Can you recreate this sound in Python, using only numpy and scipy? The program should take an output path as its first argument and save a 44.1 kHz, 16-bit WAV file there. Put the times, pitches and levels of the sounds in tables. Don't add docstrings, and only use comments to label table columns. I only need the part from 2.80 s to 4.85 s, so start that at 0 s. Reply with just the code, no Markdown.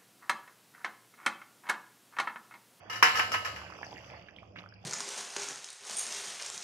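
import sys
import numpy as np
from scipy import signal
from scipy.fft import rfft, irfft
from scipy.io import wavfile
from scipy.ndimage import uniform_filter1d

SR = 44100
rng = np.random.default_rng(int(sys.argv[2]) if len(sys.argv) > 2 else 0)


def write(x):
    x = np.atleast_2d(x).T
    wavfile.write(sys.argv[1], SR, np.round(np.clip(x, -1, 1) * 32767).astype(np.int16))


N = 90404

# frequency_hz, t60_s
DECAY = [(250, 0.32), (700, 0.48), (1700, 0.25), (4600, 0.54), (12000, 0.5)]
# frequency_hz, left_over_right_db
CLATTER_PAN = [(100, -0.5), (300, 1), (1200, -2), (1800, -4.5), (2600, 2.5), (3400, -0.5), (4400, 17),
               (8000, 12), (15000, 11.5)]
# frequency_hz, left_over_right_db
SIMMER_PAN = [(100, -2.5), (400, -3.5), (2400, -7), (3500, -13), (4600, 28), (8000, 14), (15000, 1)]
# time_s, low_gurgle_db, mid_bubbling_db, high_crackle_db
SEETHE = [(0, -65, -57.5, -56), (.4, -52, -56.5, -89), (.85, -55.5, -54.5, -59), (1.35, -57.5, -57.5, -57),
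          (1.45, -60, -64.5, -60.5), (1.68, -64.5, -77, -65.5), (1.745, -62.5, -84, -76),
          (1.79, -56.5, -56, -56.5), (1.89, -64, -75, -66.5), (1.97, -73, -84, -69),
          (2.05, -76, -67.5, -70.5)]
# frequency_hz, level_db
FLAT = [(20, 0), (20000, 0)]
SPLIT_HZ = 3720
PORT_DELAY_S = .00015


def amp(db):
    return 10 ** (np.asarray(db) / 20)


def unit(x):
    return x / np.sqrt(np.mean(x ** 2) + 1e-20)


def read(points, hz):
    f, value = np.transpose(points)
    return np.interp(np.log(hz + 1), np.log(f + 1), value)


def level(points, axis=1):
    table = np.array(points)
    return amp(np.interp(np.arange(N) / SR, table[:, 0], table[:, axis]))


def add(mix, s, sound):
    part = mix[..., max(round(s * SR), 0):][..., :sound.shape[-1]]
    part += sound[..., :part.shape[-1]]


def colour(x, spectrum, pan, size=4096, lag=PORT_DELAY_S):
    hz = abs(np.fft.fftfreq(size, 1 / SR))
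    ratio = amp(read(pan, hz))
    balance = np.array([ratio, np.ones(size)]) * np.sqrt(2 / (1 + ratio ** 2))
    gain = unit(amp(read(spectrum, hz))) * balance
    taps = np.fft.ifft(np.exp(np.conj(signal.hilbert(np.log(gain + 1e-6))))).real
    left, right = signal.fftconvolve(np.atleast_2d(x), taps[:, :size // 2], axes=1)[:, :x.shape[-1]]
    return np.array([np.pad(left, (round(lag * SR), 0))[:len(left)], right])


def split(x, hz=SPLIT_HZ):
    filters = [signal.butter(5, hz, kind, fs=SR, output="sos") for kind in ("low", "high")]
    return [signal.sosfilt(sos, x) for sos in filters]


def diffuse(count):
    # frequency_hz, correlation (0 to 1)
    likeness = [(60, 0.45), (150, 0.99), (350, 1), (700, 0.31), (2000, 0.2), (6000, 0.26)]
    a, b = rfft(rng.standard_normal((2, count)))
    same = np.clip(read(likeness, np.fft.rfftfreq(count, 1 / SR)), 0, 1)
    return irfft(np.array([a, same * a + np.sqrt(1 - same ** 2) * b]), count)


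def tail():
    hz, t, z = signal.stft(diffuse(SR), SR, nperseg=256)
    fade = amp(-60 * t / read(DECAY, hz)[:, None])
    return signal.istft(z * fade, SR, nperseg=256)[1][:, :SR]


def patchy(x):
    patch_db = 4.5
    z = signal.stft(x, nperseg=512)[2]
    field = uniform_filter1d(rng.standard_normal(z.shape[1:]), size=6, axis=0)
    field = unit(uniform_filter1d(field, size=16, axis=1))
    return signal.istft(z * amp(patch_db * field), nperseg=512)[1][:, :N]


def narrow(hz, width):
    f = np.fft.rfftfreq(N, 1 / SR)
    return unit(irfft(rfft(rng.standard_normal(N)) / (1 + (2 * (f - hz) / width) ** 4), N))


def kitchen():
    # time_s, hum_db, rumble_db
    low_levels = [(0, -60.5, -73), (.4, -54.5, -61), (.72, -57.5, -60), (.82, -61.5, -58),
                  (1.15, -66, -54.5), (1.38, -64, -57.5), (1.47, -74, -71), (1.7, -58.5, -61),
                  (1.85, -59.5, -69), (2.05, -60.5, -64)]
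    # centre_hz, width_hz, relative_db
    drone = [(74.85, 5, -5), (126, 17, -7)]
    # frequency_hz, relative_db_per_hz
    air = [(20, -13.5), (75, 5.5), (140, -3.5), (180, 12), (230, -3.5), (400, -2), (700, -1), (8000, -47)]
    hum_hz, wander_hz, waver, waver_hz, air_db = 103.5, 4, 0.38, 34, -60.5
    pitch = hum_hz + wander_hz * narrow(0, 22)
    hum = np.sqrt(2) * np.sin(2 * np.pi * np.cumsum(pitch) / SR)
    hum = hum * (1 + waver * narrow(0, waver_hz))
    rumble = sum(amp(db) * narrow(hz, width) for hz, width, db in drone)
    room_air = amp(air_db) * colour(diffuse(N), air, [(100, -3.0), (400, -9)])
    return hum * level(low_levels) + rumble * level(low_levels, axis=2) + room_air


def simmer():
    # frequency_hz, relative_db_per_hz
    simmer_colour = [(100, -35.5), (180, 6.5), (240, -1.5), (300, 5), (400, -2), (620, 3.5), (950, -9),
                     (1600, -9), (2700, -2), (3400, -12), (3950, -36), (4700, -12), (6000, -19.5),
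                     (7200, -30.5), (9000, -43.5), (12000, -35.5), (15000, -50)]
    # time_s, level_db
    sizzle = [(0, -74), (.5, -56), (.85, -59), (1.02, -62.5), (1.06, -57), (1.3, -61.5), (1.45, -71.5),
              (1.75, -78), (1.79, -64.5), (1.95, -90), (2.02, -70.5)]
    fizz_per_s, fizz_spread_db, wash_share = 900, 5.5, 0.83
    gurgle_hz, crackle_hz = 800, 2050
    ticks = np.zeros(N)
    for hz in np.geomspace(450, 9000, 28):
        u = np.arange(0, 1, hz / SR / 5.5)
        grain = np.sin(2 * np.pi * 5.65 * u * (1 + 0.22 * u)) * np.sin(np.pi * np.sqrt(u)) ** 2
        starts = rng.random(N) < fizz_per_s / 28 / SR
        train = starts * amp(fizz_spread_db * np.minimum(rng.exponential(1, N), 3))
        ticks += np.convolve(train, grain * hz)[:N]
    fizz = .5 * unit(ticks) + wash_share * patchy(diffuse(N))
    body, treble = split(colour(fizz, simmer_colour, SIMMER_PAN))
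    gurgle, upper = split(body, gurgle_hz)
    bubbling, crackle = split(upper, crackle_hz)
    out = unit(gurgle) * level(SEETHE)
    out += unit(bubbling) * level(SEETHE, axis=2)
    out += unit(crackle) * level(SEETHE, axis=3)
    return out + unit(treble) * level(sizzle)


def blips():
    per_s, centre_hz, octaves = 77, 940, 1.4
    periods = 5.5
    blip_db, spread_db = 3.5, 3
    out = np.zeros(N)
    for when, pitch, size in rng.random((int(per_s * N / SR), 3)):
        hz = centre_hz * 2 ** (octaves * (2 * pitch - 1))
        u = np.arange(0, 1, hz / SR / periods)
        blip = np.sin(2 * np.pi * periods * u * (1 + 0.45 * u)) * np.sin(np.pi * np.sqrt(u)) ** 2
        add(out, when * N / SR, amp(blip_db + spread_db * (2 * size - 1)) * blip)
    return colour(out, FLAT, SIMMER_PAN) * level(SEETHE, axis=2)


def pops():
    # start_s, level_db (before the trim), starting_pitch_hz, decay_s (time constant)
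    bursts = [(0.816, -34, 1070, 0.0018), (.864, -38.5, 1450, 0.0015), (.865, -40, 580, 0.0013),
              (.901, -35.5, 1000, .0016), (.923, -33, 1250, 0.0013), (0.988, -38, 1170, 0.0022),
              (1.014, -33.5, 833, 0.0014), (1.030, -29.5, 880, 0.00066), (1.0308, -30, 1635, 0.0026),
              (1.047, -42.5, 5620, 0.0022), (1.067, -38.5, 684, 0.0027), (1.115, -43, 754, 0.0092),
              (1.129, -34.5, 706, 0.0016), (1.168, -40, 1760, 0.0024), (1.182, -38, 1990, 0.0027),
              (1.319, -40.5, 577, 0.0037), (1.338, -36.5, 870, 0.0012), (1.264, -45, 520, .0015),
              (1.485, -42.5, 1555, 0.0046), (1.5633, -38.5, 3070, 0.0014), (1.5853, -39.5, 2175, 0.0033),
              (1.6228, -45.5, 583, 0.011), (1.630, -41.5, 1090, 0.0022), (1.761, -35, 1390, 0.00071),
              (1.772, -46, 2440, 0.0064), (1.787, -41.5, 1940, 0.0014), (1.806, -38.5, 1460, 0.00033),
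              (1.839, -40, 1140, 0.0021), (1.861, -37.5, 1340, 0.0017), (1.889, -47.5, 4970, 0.0019),
              (1.924, -44.5, 1500, 0.0025), (1.939, -48, 4600, 0.0027), (2.041, -44.5, 690, 0.0052)]
    rise_s, glide_per_s, splash_share = 0.00032, 28.3, 0.082
    trim_db, room_db = -2, -4
    t, out = np.arange(SR // 25) / SR, np.zeros(N)
    for s, db, hz, decay in bursts:
        turns = np.cumsum(hz * (1 + glide_per_s * np.minimum(t, .012))) / SR
        splash = unit(uniform_filter1d(rng.standard_normal(len(t)), size=14))
        shape = (1 - np.exp(-t / rise_s)) * np.exp(-t / decay)
        tone = shape / shape.max() * np.sin(2 * np.pi * turns)
        add(out, s, amp(db + trim_db) * tone * (1 + splash_share * splash))
    room = tail()
    wet = signal.fftconvolve(out[None], room / np.linalg.norm(room[0]), axes=1)[:, :N]
    return colour(out + amp(room_db) * wet, FLAT, SIMMER_PAN)


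def squelches():
    # start_s, length_s, level_db, centre_hz
    tears = [(0.863, 0.0089, -54, 1610), (0.927, 0.012, -52.5, 1500), (1.029, 0.019, -45, 1770),
             (1.327, 0.028, -58, 1150), (1.485, .008, -51.5, 2200), (1.757, .024, -49, 1940),
             (1.784, 0.012, -46.5, 2730)]
    # frequency_hz, left_over_right_db
    squelch_pan = [(300, 5), (2000, -10), (3500, 0), (4600, 17), (8000, -7)]
    clicks_per_s, width_octaves = 2000, 0.45
    lead = 64
    out, f = np.zeros(N), np.fft.rfftfreq(4096, 1 / SR)
    for s, length, db, hz in tears:
        count, clicks = int(length * SR), np.zeros(4096)
        used = max(int(length * clicks_per_s), 2)
        place, size = rng.random(used), rng.standard_normal(used)
        np.add.at(clicks, (place * count).astype(int), size)
        band = np.exp(-.5 * (np.log2((f + 1) / hz) / width_octaves) ** 2)
        burst = irfft(rfft(np.roll(clicks, lead)) * band)
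        add(out, s - lead / SR, amp(db) * burst * np.sqrt(count) / np.linalg.norm(burst))
    return colour(out, FLAT, squelch_pan)


def bank(hz, t60, t):
    angle = (2 * np.pi * np.outer(hz, t)).astype("f")
    fade = np.exp(np.outer(-np.log(1000) / t60, t).astype("f"))
    return np.vstack([fade * np.cos(angle), fade * np.sin(angle)])


def strike(modes, gains):
    spread_db = 1.5
    gains = gains * amp(spread_db * rng.standard_normal(gains.shape))
    phase = 2 * np.pi * rng.random(gains.shape)
    weights = np.hstack([gains * np.cos(phase), gains * np.sin(phase)])
    return (weights * 2 / np.linalg.norm(gains)).astype("f") @ modes


def clank():
    # frequency_hz, relative_db
    wall_modes = [(1050, 2.5), (1200, 0), (1840, -1.5), (2380, -1.5)]
    wall_db, t60_s, rise_s = -10.5, 0.018, 0.00079
    tick_db, tick_s = -26.5, .0012
    t = np.arange(SR // 10) / SR
    wall = np.zeros(len(t))
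    for hz, db in wall_modes:
        wall += amp(db - 60 * t / t60_s) * np.sin(2 * np.pi * hz * t + 2 * np.pi * rng.random())
    wall *= 1 - np.exp(-t / rise_s)
    tick = split(t / tick_s * np.exp(1 - t / tick_s) * diffuse(len(t)), 8500)[1]
    return amp(wall_db) * colour(wall, FLAT, CLATTER_PAN) + amp(tick_db) * colour(tick, FLAT, CLATTER_PAN)


def rippled(x):
    depth_db, spacing_hz = 3, 170.3
    hz = np.arange(3000, 16000, spacing_hz)
    db = depth_db * rng.uniform(-1.7, 1.7, len(hz))
    db -= depth_db ** 2 * np.log(10) / 20
    ripple = [(hz[0] - spacing_hz, 0), *zip(hz, db), (hz[-1] + spacing_hz, 0)]
    return colour(x, ripple, FLAT, lag=0)


def clatter():
    # start_s, body_db, treble_db, contact_s, crack_db (over the ring), utensil_db (over the ring)
    knocks = [(.097, -39, -37.5, 0.0027, -2.5, 1), (.121, -42.5, -38, 0.012, 3, 3.5),
              (0.156, -42, -38.5, 0.0021, -5, 1.5), (0.2254, -15.5, -19, 0.0015, 1, -15),
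              (.346, -31.5, -45, 0.0025, -3, -3.5), (.353, -37.5, -28.5, 0.0035, -3, 3.5),
              (.372, -35.5, -30, 0.0012, 7.5, 1), (.3925, -27.5, -31.5, 0.0034, 6, -3),
              (0.517, -36, -31, .0012, 4, 1.5), (.528, -37, -35.5, 0.0026, -8, 2),
              (.539, -32.5, -37.5, 0.0071, 6, -1.5), (0.6471, -34.5, -34, 0.0029, -4.5, -3),
              (.661, -42, -55, 0.0029, 6, -5), (.759, -42, -45, 0.0039, -1, -6.5)]
    # frequency_hz, relative_db
    steel = [(300, -18.5), (474, -15), (730, -18), (1005, -14), (1049, -0.5), (1155, -8), (1254, -4.5),
             (1375, -1), (1545, 1.5), (1660, -7), (1733, 3), (1826, -6), (2030, -10), (2143, -3),
             (2680, -11), (3030, -13.5), (4516, -4.5), (5300, -10.5), (6040, -10.5), (6484, -13)]
    # frequency_hz, relative_db
    tapper = [(480, -11.5), (715, -13.5), (1258, -0.5), (1296, 0.5), (1778, -1.5), (2103, -5.5),
              (2823, -6.5), (2895, -3.5)]
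    # frequency_hz, relative_db_per_hz
    clatter_colour = [(80, -56), (150, -22.5), (300, -13), (640, -10), (1040, 3), (1460, -2), (1700, 4.5),
                      (2500, -1.5), (2950, -1.5), (3600, -15), (4500, -13.5), (5300, -13), (6400, -21),
                      (6900, -25), (7500, -18), (8000, -36.5), (8800, -23.5), (14500, -31), (15800, -32)]
    # frequency_hz, relative_db_per_hz
    rim_colour = [(3500, -34.5), (4700, -14), (5150, 0), (5400, 1), (5750, -10.5), (6100, -7), (7000, -20),
                  (8000, -28), (13500, -22), (15500, -35.5)]
    ring_db, ring_t60_s, fine_spread_db = -4, .38, 5.5
    shimmer_db, treble_shimmer_db, fine_db = -6, -2.5, -4.5
    chatter_db, chatter_s = -5.5, 0.026
    same = .52
    top_hz_hardest, top_hz_per_db = 17200, 100.5
    clank_db_per_db = 1.3

    t, out = np.arange(SR * 3 // 4) / SR, np.zeros((2, N))
    fine_hz = np.linspace(700, 15500, num=170) + rng.uniform(-45, 45, 170)
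    fine = amp(fine_spread_db * rng.uniform(-.85, 1, (2, len(fine_hz))))
    vessel_hz, vessel_db = np.array(steel).T
    tap_hz, tap_db = np.array(tapper).T
    vessel_bank, utensil_bank = bank(vessel_hz, ring_t60_s, t), bank(tap_hz, ring_t60_s, t)
    fine_bank, ports = bank(fine_hz, read(DECAY, fine_hz), t), np.ones((2, 1))
    room, hardest_db = patchy(tail()), max(row[1] for row in knocks)
    for s, body_db, treble_db, contact, crack_db, utensil_db in knocks:
        modes = amp(ring_db) * strike(vessel_bank, amp(vessel_db) * ports)
        modes += amp(utensil_db) * strike(utensil_bank, amp(tap_db) * ports)
        ring = colour(modes, FLAT, CLATTER_PAN)
        crack = amp(crack_db) * t / contact * np.exp(1 - t / contact) * diffuse(len(t))
        chatter = colour(np.exp(-t / chatter_s) * diffuse(len(t)), rim_colour, CLATTER_PAN)
        dense = same * room[:, :len(t)] + np.sqrt(1 - same ** 2) * tail()[:, :len(t)]
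        low, high = split(dense)
        shimmer = amp(shimmer_db) * low + amp(treble_shimmer_db) * high
        shimmer += amp(fine_db) * strike(fine_bank, fine)
        rise = 1 - np.exp(-t / contact)
        knock = colour(crack + rise * shimmer, clatter_colour, CLATTER_PAN)
        knock += rise * (ring + amp(chatter_db) * chatter)
        body, treble = split(knock)
        softer_db = body_db - hardest_db
        top_hz = np.clip(top_hz_hardest + top_hz_per_db * softer_db, SR / 10, SR / 2 - 1)
        add(out, s, amp(body_db) * body + amp(treble_db) * split(treble, top_hz)[0])
        add(out, s, amp(clank_db_per_db * softer_db) * clank())
    return rippled(out)


def scene():
    return kitchen() + simmer() + blips() + pops() + squelches() + clatter()


def record(dry):
    # frequency_hz, level_db_per_bin
    threshold = [(100, -112), (900, -92), (3000, -98), (6000, -104), (12000, -112)]
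    floor_db, edge_hz = -16, 15900
    hz, _, z = signal.stft(dry, SR, nperseg=512, noverlap=384)
    power = uniform_filter1d(abs(z) ** 2, size=5, axis=2)
    gain = power / (power + amp(read(threshold, hz))[:, None] ** 2)
    gain = np.maximum(gain, amp(floor_db))
    quiet = signal.istft(z * gain, nperseg=512, noverlap=384)[1][:, :N]
    band_limit = signal.firwin(511, edge_hz, window=("kaiser", 9), fs=SR)
    return signal.oaconvolve(quiet, band_limit[None], "same")


dry = scene()
out = record(dry)
write(out)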